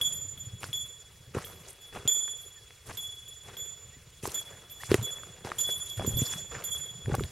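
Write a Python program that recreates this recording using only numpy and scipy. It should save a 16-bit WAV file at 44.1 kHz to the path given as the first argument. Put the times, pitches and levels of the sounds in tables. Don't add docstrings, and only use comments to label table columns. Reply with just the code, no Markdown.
import sys
import numpy as np
from scipy import signal
from scipy.io import wavfile

SR = 44100
rng = np.random.default_rng(int(sys.argv[2]) if len(sys.argv) > 2 else 0)


def inscribe(sig):
    pcm = np.round(np.clip(np.atleast_2d(sig).T, -1, 1) * 32767)
    wavfile.write(sys.argv[1], SR, pcm.astype(np.int16))


N = 322371

# pitch_hz, twin_gap_hz, level_db, t60_s, left_lead_db
BELL_TONES = [(3369, 23, 9, 0.98, -0.5), (7028, 17.93, 4.5, 1.18, -6), (9784, 12.7, -2.5, 0.97, -2.5),
              (12360, 15.8, -0.5, 0.27, -15), (12525, 21.2, -2.5, 0.69, 2), (13500, 18, -17.5, 0.54, 22),
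              (14425, 32, -12.5, 0.59, -14)]
# start_s, first_tone_db, second_tone_db, top_tones_db, clink_db
CLAPPER_STRIKES = [(0.013, -35.5, -29, -39.5, -22.5), (0.123, -60, -35.5, -46.5, -38),
                   (0.376, -54, -54.5, -55, -42), (0.73, -41, -40, -44.5, -28),
                   (1.446, -66, -59, -49.5, -33.5), (2.0764, -35, -28.5, -36, -20),
                   (2.37, -54.5, -64, -51.5, -60), (2.972, -41.5, -45, -45.5, -30),
                   (3.279, -53, -53, -58, -43), (3.568, -48, -42, -49, -40.5),
                   (4.343, -46, -38, -39.5, -42), (4.697, -52.5, -53, -51.5, -45),
                   (5.025, -45.5, -41, -45.5, -52), (5.584, -43, -34.5, -36.5, -34),
                   (6.064, -45.5, -40, -40.5, -38), (6.169, -40, -38, -40, -40),
                   (6.638, -44.5, -36.5, -43, -47)]
# start_s, first_tone_db
CLAPPER_ROLLS = [(1.803, -56), (4.45, -57.5), (4.79, -56), (5.628, -41.5), (5.69, -38), (5.805, -55),
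                 (5.881, -47), (6.218, -51), (6.71, -42), (7.168, -55.5)]
# start_s, loss_db
PACK_TOUCHES = [(0.087, 9), (.835, 4.5), (2.33, 4), (4.405, 16), (6.135, 1.5)]
# time_s, size_db
SWING_SIZE = [(2.4, -3), (4.1, -2), (4.4, 2.5)]
# start_s, landing_s, grit_db, clothes_db, jolt_db
FOOTSTEPS = [(-0.03, 0.0064, -47.5, -59.5, -41), (0.596, 0.028, -52.5, -52, -57),
             (1.336, 0.012, -43, -55, -48), (1.921, 0.011, -44.5, -61, -47.5),
             (2.847, 0.042, -53, -52.5, -47.5), (3.42, 0.075, -49, -64, -61),
             (4.222, 0.037, -45.5, -48.5, -54), (4.884, 0.023, -39, -49.5, -42),
             (5.442, 0.0082, -43, -58, -68), (5.957, 0.071, -45, -54, -42), (6.503, 0.021, -41, -85, -45),
             (7.069, 0.055, -45, -64, -36)]
# start_s, level_db
TOE_SCUFFS = [(.85, -65.5), (2.04, -49), (4.466, -50.5), (5.66, -52.5), (6.19, -50), (6.29, -56)]
# pitch_hz, level_db
GRIT_COLOUR = [(45, -13), (150, 3), (280, -8), (400, 8.5), (700, -1.5), (1300, -1.5), (2300, -5),
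               (4500, -15), (8000, -10), (15500, -51)]
# start_s, length_s, level_db, centre_hz
GRAVEL_CRUNCHES = [(1.347, 0.033, -40, 815), (1.958, 0.021, -40, 740), (2.893, 0.025, -42.5, 1680),
                   (4.241, 0.016, -47, 900), (5.999, 0.027, -37, 700), (7.111, 0.01, -37.5, 990),
                   (7.141, 0.011, -27.5, 910)]
# start_s, level_db, pitch_hz
STONE_KNOCKS = [(0.6323, -19.5, 2620), (0.6409, -22.5, 1480), (1.385, -23.5, 1150), (2.28, -31.5, 1660),
                (2.707, -36, 2060), (4.255, -20, 970), (4.835, -24, 1720), (5.185, -36, 1740),
                (5.234, -30.5, 1240), (5.472, -26, 800), (5.518, -16.5, 1230), (5.69, -28.5, 586),
                (5.996, -21, 660), (6.047, -25, 1060), (6.337, -23, 2500), (7.059, -28, 1790),
                (7.196, -23.5, 1260), (7.237, -23.5, 3760)]
# start_s, thud_db, knock_db, click_db
GEAR_BUMPS = [(1.349, -39, -21.5, -28), (1.368, -20, -23.5, -47), (2.053, -26, -41, -60),
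              (3.967, -40, -55, -70), (4.234, -27, -30, -55), (4.276, -40, -26.5, -40),
              (4.9157, -17.5, -6, -11), (4.9426, -19, -7.5, -6), (5.449, -28, -32, -48),
              (6.046, -36, -22.5, -31), (6.076, -14.5, -29.5, -51), (6.17, -23, -33, -58),
              (6.218, -13.5, -34, -49), (7.081, -19, -25, -45), (7.098, -33, -21.5, -53),
              (7.123, -20.5, -35, -50), (7.183, -17.5, -32, -55), (7.207, -26, -19.5, -50)]
# start_s, hold_s, level_db
BRUSH_DRAGS = [(1.628, 0.023, -53.5), (4.294, 0.025, -51), (4.788, 0.11, -52.5), (5.553, 0.12, -50),
               (5.755, 0.13, -56), (6.157, 0.14, -47.5), (6.331, 0.017, -49), (6.713, 0.031, -53),
               (7.112, 0.15, -61)]
# pitch_hz, level_db
CLOTH_COLOUR = [(1500, 0), (4500, -0.5), (6000, -2.5), (7500, 9), (8800, 5.5), (11000, 0.5), (13500, -12),
                (15500, -37)]
# start_s, level_db
TWIG_FLICKS = [(0.6318, -38), (0.668, -41), (4.103, -47), (4.228, -38.5), (4.274, -24.5), (4.318, -31),
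               (4.836, -46), (4.943, -19.5), (5.899, -33), (7.151, -25)]
# start_s, length_s, start_hz, end_hz, level_db
SQUEAK_GLIDES = [(2.545, 0.072, 1920, 1620, -59), (3.914, 0.061, 1810, 2080, -57),
                 (4.794, 0.031, 1590, 2140, -45)]
# time_s, level_db
BREEZE = [(0, -49.5), (0.87, -57), (0.98, -69.5), (1.3, -52), (1.58, -59), (1.75, -74), (3.55, -64),
          (4.7, -64), (5.3, -56.5), (6.5, -55), (7.3, -53.5)]
# start_s, hold_s, level_db
WIND_GUSTS = [(4.974, 0.039, -43), (6.068, 0.1, -37.5), (7.045, 0.18, -36)]
# pitch_hz, level_db
RUMBLE_COLOUR = [(25, -29), (45, -8.5), (105, 9), (160, -2), (270, -27.5), (400, -14.5), (650, -25),
                 (1500, -59)]
# pitch_hz, level_db
AIR_COLOUR = [(40, 0), (100, 8.5), (200, -33), (280, -52), (420, -8), (700, -17.5), (1300, -13),
              (2300, -11.5), (4500, -14.5), (8000, -13.5), (15500, -24)]
# pitch_hz, likeness (1 = the same)
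STEREO_LIKENESS = [(40, 0.98), (400, 0.95), (2300, .99), (5000, 0.89), (14000, 0.18)]


def bell(weak_twin=0.48, swell_s=0.00055, touch_s=0.036, hum_db=-61, hum_fall_db=9):
    t, out = np.arange(2 * SR) / SR, np.zeros((2, N))
    clock = np.arange(N) / SR
    kept = from_db(-sum(loss_db * np.clip((clock - s) / touch_s, 0, 1) for s, loss_db in PACK_TOUCHES))
    swing = gain_curve(SWING_SIZE)
    travel_m = bell_travel(swing)
    hits = clapper_hits()
    balance = np.array([[1], [weak_twin]])
    for k, (hz, gap_hz, tone_db, t60, left_db) in enumerate(BELL_TONES):
        shape = fade(t, t60) * (1 if k == 0 else 1 - np.exp(-t / swell_s))
        pair_hz = np.array([[hz], [hz + gap_hz]])
        pair = shape * np.exp(2j * np.pi * pair_hz * t)
        twins = np.zeros((2, N), complex)
        for s, *levels_db, rise_s in hits:
            phase, spot = rng.random(2)
            shares = balance if spot < .5 else balance[::-1]
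            strength = from_db(levels_db[min(k, 2)] + tone_db) / kept[round(s * SR)]
            onset = 1 - np.exp(-t / rise_s)
            add(twins, s, strength * np.exp(2j * np.pi * phase) * shares * onset * pair)
        hum = from_db(hum_db - k * hum_fall_db) * balance * np.exp(2j * np.pi * pair_hz * clock)
        twins = twins * kept + hum
        twist = np.exp(1j * swing * drift(rate_hz=6))
        bend = np.exp(2j * np.pi * hz * travel_m / 343)
        ringing = (twins[0] * twist + twins[1] / twist) * bend
        pan = from_db([[left_db / 2], [-left_db / 2]])
        out += np.real(ringing * body_reflections(hz, swing)) * pan
    return out


def clapper_hits(hard_rise_s=0.0005, hard_clink_db=-29, roll_rise_s=0.014):
    strikes = [(*hit, hard_rise_s * from_db(hard_clink_db - db)) for *hit, db in CLAPPER_STRIKES]
    rolls = [(s, db, db - 2.5, db - 1, roll_rise_s) for s, db in CLAPPER_ROLLS]
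    return strikes + rolls


def bell_travel(swing, lurch=0.7, period_s=0.6, lurch_t60=1.4, sway=0.007):
    t, speed = np.arange(2 * SR) / SR, np.zeros(N)
    for s, *_ in CLAPPER_STRIKES:
        add(speed, s, lurch * np.sin(2 * np.pi * t / period_s) * fade(t, lurch_t60))
    return np.cumsum(swing * speed) / SR + sway * swing * drift(rate_hz=7.7)


def body_reflections(hz, swing, scatter=0.8, apart=0.87):
    pitch_ratio = hz / BELL_TONES[1][0]
    rate_hz = 14 * pitch_ratio
    shared, left, right = [(drift(rate_hz) + 1j * drift(rate_hz)) / np.sqrt(2) for _ in range(3)]
    depth = scatter * pitch_ratio * swing
    width = apart * pitch_ratio ** 2 / 2
    return (1 + depth * shared + width * np.array([left, right])) / np.sqrt(1 + depth ** 2 + width ** 2)


def clapper(buzz_db=0.5, buzz_t60=0.11, clink_hz=3330, clink_t60=0.027):
    t, out = np.arange(SR // 8) / SR, np.zeros((2, N))
    clink = np.sin(2 * np.pi * clink_hz * t) * fade(t, clink_t60)
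    for s, _, _, top_db, clink_db in CLAPPER_STRIKES:
        buzz = band(stereo_noise(len(t), width=.5), 5200, 15000, order=1) * fade(t, buzz_t60)
        add(out, s, from_db(top_db + buzz_db) * buzz + from_db(clink_db) * clink)
    return out


def boots(grit_db=0.5, sole_db=-11):
    clumps = from_db(drift(rate_hz=75))
    cracks = [grains(per_s=450, spread_db=3.5, smooth=0.49) * clumps for _ in range(2)]
    presses = [swell(s, db, rise_s=0.017, hold_s=0, t60=0.97) for s, db in TOE_SCUFFS]
    for s, landing_s, db, _, _ in FOOTSTEPS:
        heel = swell(s, db, landing_s, hold_s=0, t60=0.7)
        sole = swell(s, db + sole_db, landing_s, hold_s=0.074, t60=2.87)
        presses += [heel, sole]
    return from_db(grit_db) * together(presses) * coloured(cracks, GRIT_COLOUR, flicker_db=2.5)


def gravel(spread_octaves=0.566, ring_cycles=3.2, count=24):
    t, out = np.arange(SR // 12) / SR, np.zeros(N)
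    for s, length_s, db, centre_hz in GRAVEL_CRUNCHES:
        age_s = np.maximum(t - length_s * rng.random((count, 1)), 0)
        hz = centre_hz * 2 ** (spread_octaves * rng.standard_normal((count, 1)))
        pebbles = np.sin(2 * np.pi * hz * age_s) * fade(age_s, ring_cycles / hz)
        crunch = np.sum(rng.choice([-1, 1], (count, 1)) * pebbles, axis=0)
        strength = np.sqrt(np.sum(crunch ** 2) / (length_s * SR))
        add(out, s, from_db(db) * crunch / strength)
    return out


def stones(ring_db=-1, ring_cycles=11.4, crack_db=-9, crack_t60=0.0092):
    t, out = np.arange(SR // 16) / SR, np.zeros(N)
    for s, db, hz in STONE_KNOCKS:
        ring = np.sin(2 * np.pi * hz * t) * fade(t, ring_cycles / hz)
        crack = unit_level(band(rng.standard_normal(len(t)), 390, 2020)) * fade(t, crack_t60)
        add(out, s, from_db(db) * (from_db(ring_db) * ring + from_db(crack_db) * crack))
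    return out


def gear(thud_hz=125, overtone_hz=235, overtone_db=-9, knock_hz=385, clack_hz=2550, padding_hz=560):
    t, out = np.arange(SR // 8) / SR, np.zeros(N)
    overtone = from_db(overtone_db) * np.sin(2 * np.pi * overtone_hz * t)
    thud = (np.sin(2 * np.pi * thud_hz * t) + overtone) * fade(t, t60=0.041)
    knock = np.sin(2 * np.pi * knock_hz * t) * fade(t, t60=0.026)
    clack = np.sin(2 * np.pi * clack_hz * t) * fade(t, t60=0.005)
    for k, (s, thud_db, knock_db, click_db) in enumerate(GEAR_BUMPS):
        click = .5 * clack + band(rng.standard_normal(len(t)), 690, 1900, order=1) * fade(t, t60=0.016)
        padded = band(from_db(thud_db) * thud + from_db(knock_db) * knock, 77, padding_hz, order=3)
        add(out, s, (-1) ** k * (padded + from_db(click_db) * click))
    return out


def rustle(cloth_db=5.0, clump_db=1.5):
    fibres = [grains(per_s=4000, spread_db=4.5, smooth=.7) for _ in range(2)]
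    swishes = [swell(s, db, rise_s=0.019, hold_s=0.017, t60=0.87) for s, _, _, db, _ in FOOTSTEPS]
    drags = [swell(s, db, rise_s=0.038, hold_s=hold_s, t60=0.21) for s, hold_s, db in BRUSH_DRAGS]
    clumps = from_db(cloth_db + clump_db * drift(rate_hz=43))
    return clumps * together(swishes + drags) * coloured(fibres, CLOTH_COLOUR, flicker_db=4.5)


def twigs(snap_t60=0.016, low_hz=4500, high_hz=12500):
    t, out = np.arange(SR // 16) / SR, np.zeros((2, N))
    for s, db in TWIG_FLICKS:
        snap = band(stereo_noise(len(t), width=0.31), low_hz, high_hz)
        add(out, s, from_db(db) * snap * fade(t, snap_t60))
    return out


def squeaks():
    out = np.zeros(N)
    for s, length_s, start_hz, end_hz, db in SQUEAK_GLIDES:
        hz = np.linspace(start_hz, end_hz, round(length_s * SR))
        tone = np.sin(2 * np.pi * np.cumsum(hz) / SR)
        add(out, s, from_db(db) * np.hanning(len(hz)) * tone)
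    return out


def wind(rumble_db=4.5, breeze_db=-1):
    breeze = from_db(breeze_db) * gain_curve(BREEZE)
    jolts = [swell(s, db, landing_s, hold_s=0, t60=0.35) for s, landing_s, _, _, db in FOOTSTEPS]
    gusts = [swell(s, db, rise_s=0.019, hold_s=hold_s, t60=0.12) for s, hold_s, db in WIND_GUSTS]
    rumble = coloured(rng.standard_normal((2, 2, N)), RUMBLE_COLOUR, flicker_db=6.0)
    return from_db(rumble_db) * together([breeze] + jolts + gusts) * rumble


def slope_air(level_db=-57.0):
    return from_db(level_db) * coloured(rng.standard_normal((2, 2, N)), AIR_COLOUR, flicker_db=2.0)


def from_db(db):
    return 10 ** (np.asarray(db) / 20)


def unit_level(x):
    return x / np.sqrt(np.mean(x ** 2) + 1e-20)


def gain_curve(rows):
    return from_db(np.interp(np.arange(N) / SR, *np.transpose(rows)))


def at_hz(rows, hz):
    pitches_hz, values = np.transpose(rows)
    return np.interp(np.log(hz), np.log(pitches_hz), values)


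def band(x, low_hz, high_hz, order=2):
    edges_hz = [low_hz, min(high_hz, .45 * SR)]
    return signal.sosfilt(signal.butter(order, edges_hz, "band", fs=SR, output="sos"), x)


def add(out, start_s, sound):
    start = max(round(start_s * SR), 0)
    part = sound[..., :max(N - start, 0)]
    out[..., start:start + part.shape[-1]] += part


def fade(t, t60):
    return np.exp(-np.log(1000) * t / t60)


def swell(start_s, db, rise_s, hold_s, t60):
    t = np.arange(N) / SR - start_s
    return from_db(db) * np.clip(t / rise_s, 0, 1) * fade(np.maximum(t - rise_s - hold_s, 0), t60)


def together(gains):
    return np.sqrt(sum(gain ** 2 for gain in gains))


def drift(rate_hz):
    hop, warm_up = 40, 2000
    memory = np.exp(-2 * np.pi * hop * rate_hz / SR)
    noise = rng.standard_normal(N // hop + warm_up + 2)
    slow = signal.lfilter([1], [1, -2 * memory, memory ** 2], noise)[warm_up:]
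    return np.interp(np.arange(N) / hop, np.arange(len(slow)), unit_level(slow))


def grains(per_s, spread_db, smooth):
    sizes = from_db(spread_db * np.minimum(rng.exponential(1, N), 4))
    clicks = (rng.random(N) < per_s / SR) * sizes * rng.choice([-1, 1], (2, N))
    return unit_level(clicks) + smooth * rng.standard_normal((2, N))


def stereo_noise(samples, width):
    return rng.standard_normal(samples) + width * rng.standard_normal((2, samples))


def coloured(noises, colour, flicker_db):
    out, edges_hz = 0, 22.5 * 2 ** np.arange(0, 9.6, .5)
    for k, (low_hz, high_hz) in enumerate(zip(edges_hz, edges_hz[1:])):
        middle, side = band(noises[k % 2], low_hz, high_hz)
        hz = np.sqrt(low_hz * high_hz)
        alike = np.clip(at_hz(STEREO_LIKENESS, hz), -1, 1)
        stereo = np.sqrt(1 + alike) * middle + np.sqrt(1 - alike) * side * [[1], [-1]]
        out = out + from_db(at_hz(colour, hz) + flicker_db * drift(rate_hz=25.4)) * stereo
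    return unit_level(out)


def scene():
    walker = bell() + clapper() + boots() + gravel() + stones() + gear() + squeaks() + rustle() + twigs()
    return walker + wind() + slope_air()


def record(dry, dip_hz=7880, cutoff_hz=15800):
    dipped = signal.lfilter(*signal.iirnotch(dip_hz, Q=45, fs=SR), dry)
    return signal.sosfilt(signal.ellip(10, .3, 90, cutoff_hz, fs=SR, output="sos"), dipped)


dry = scene()
out = record(dry)
inscribe(out)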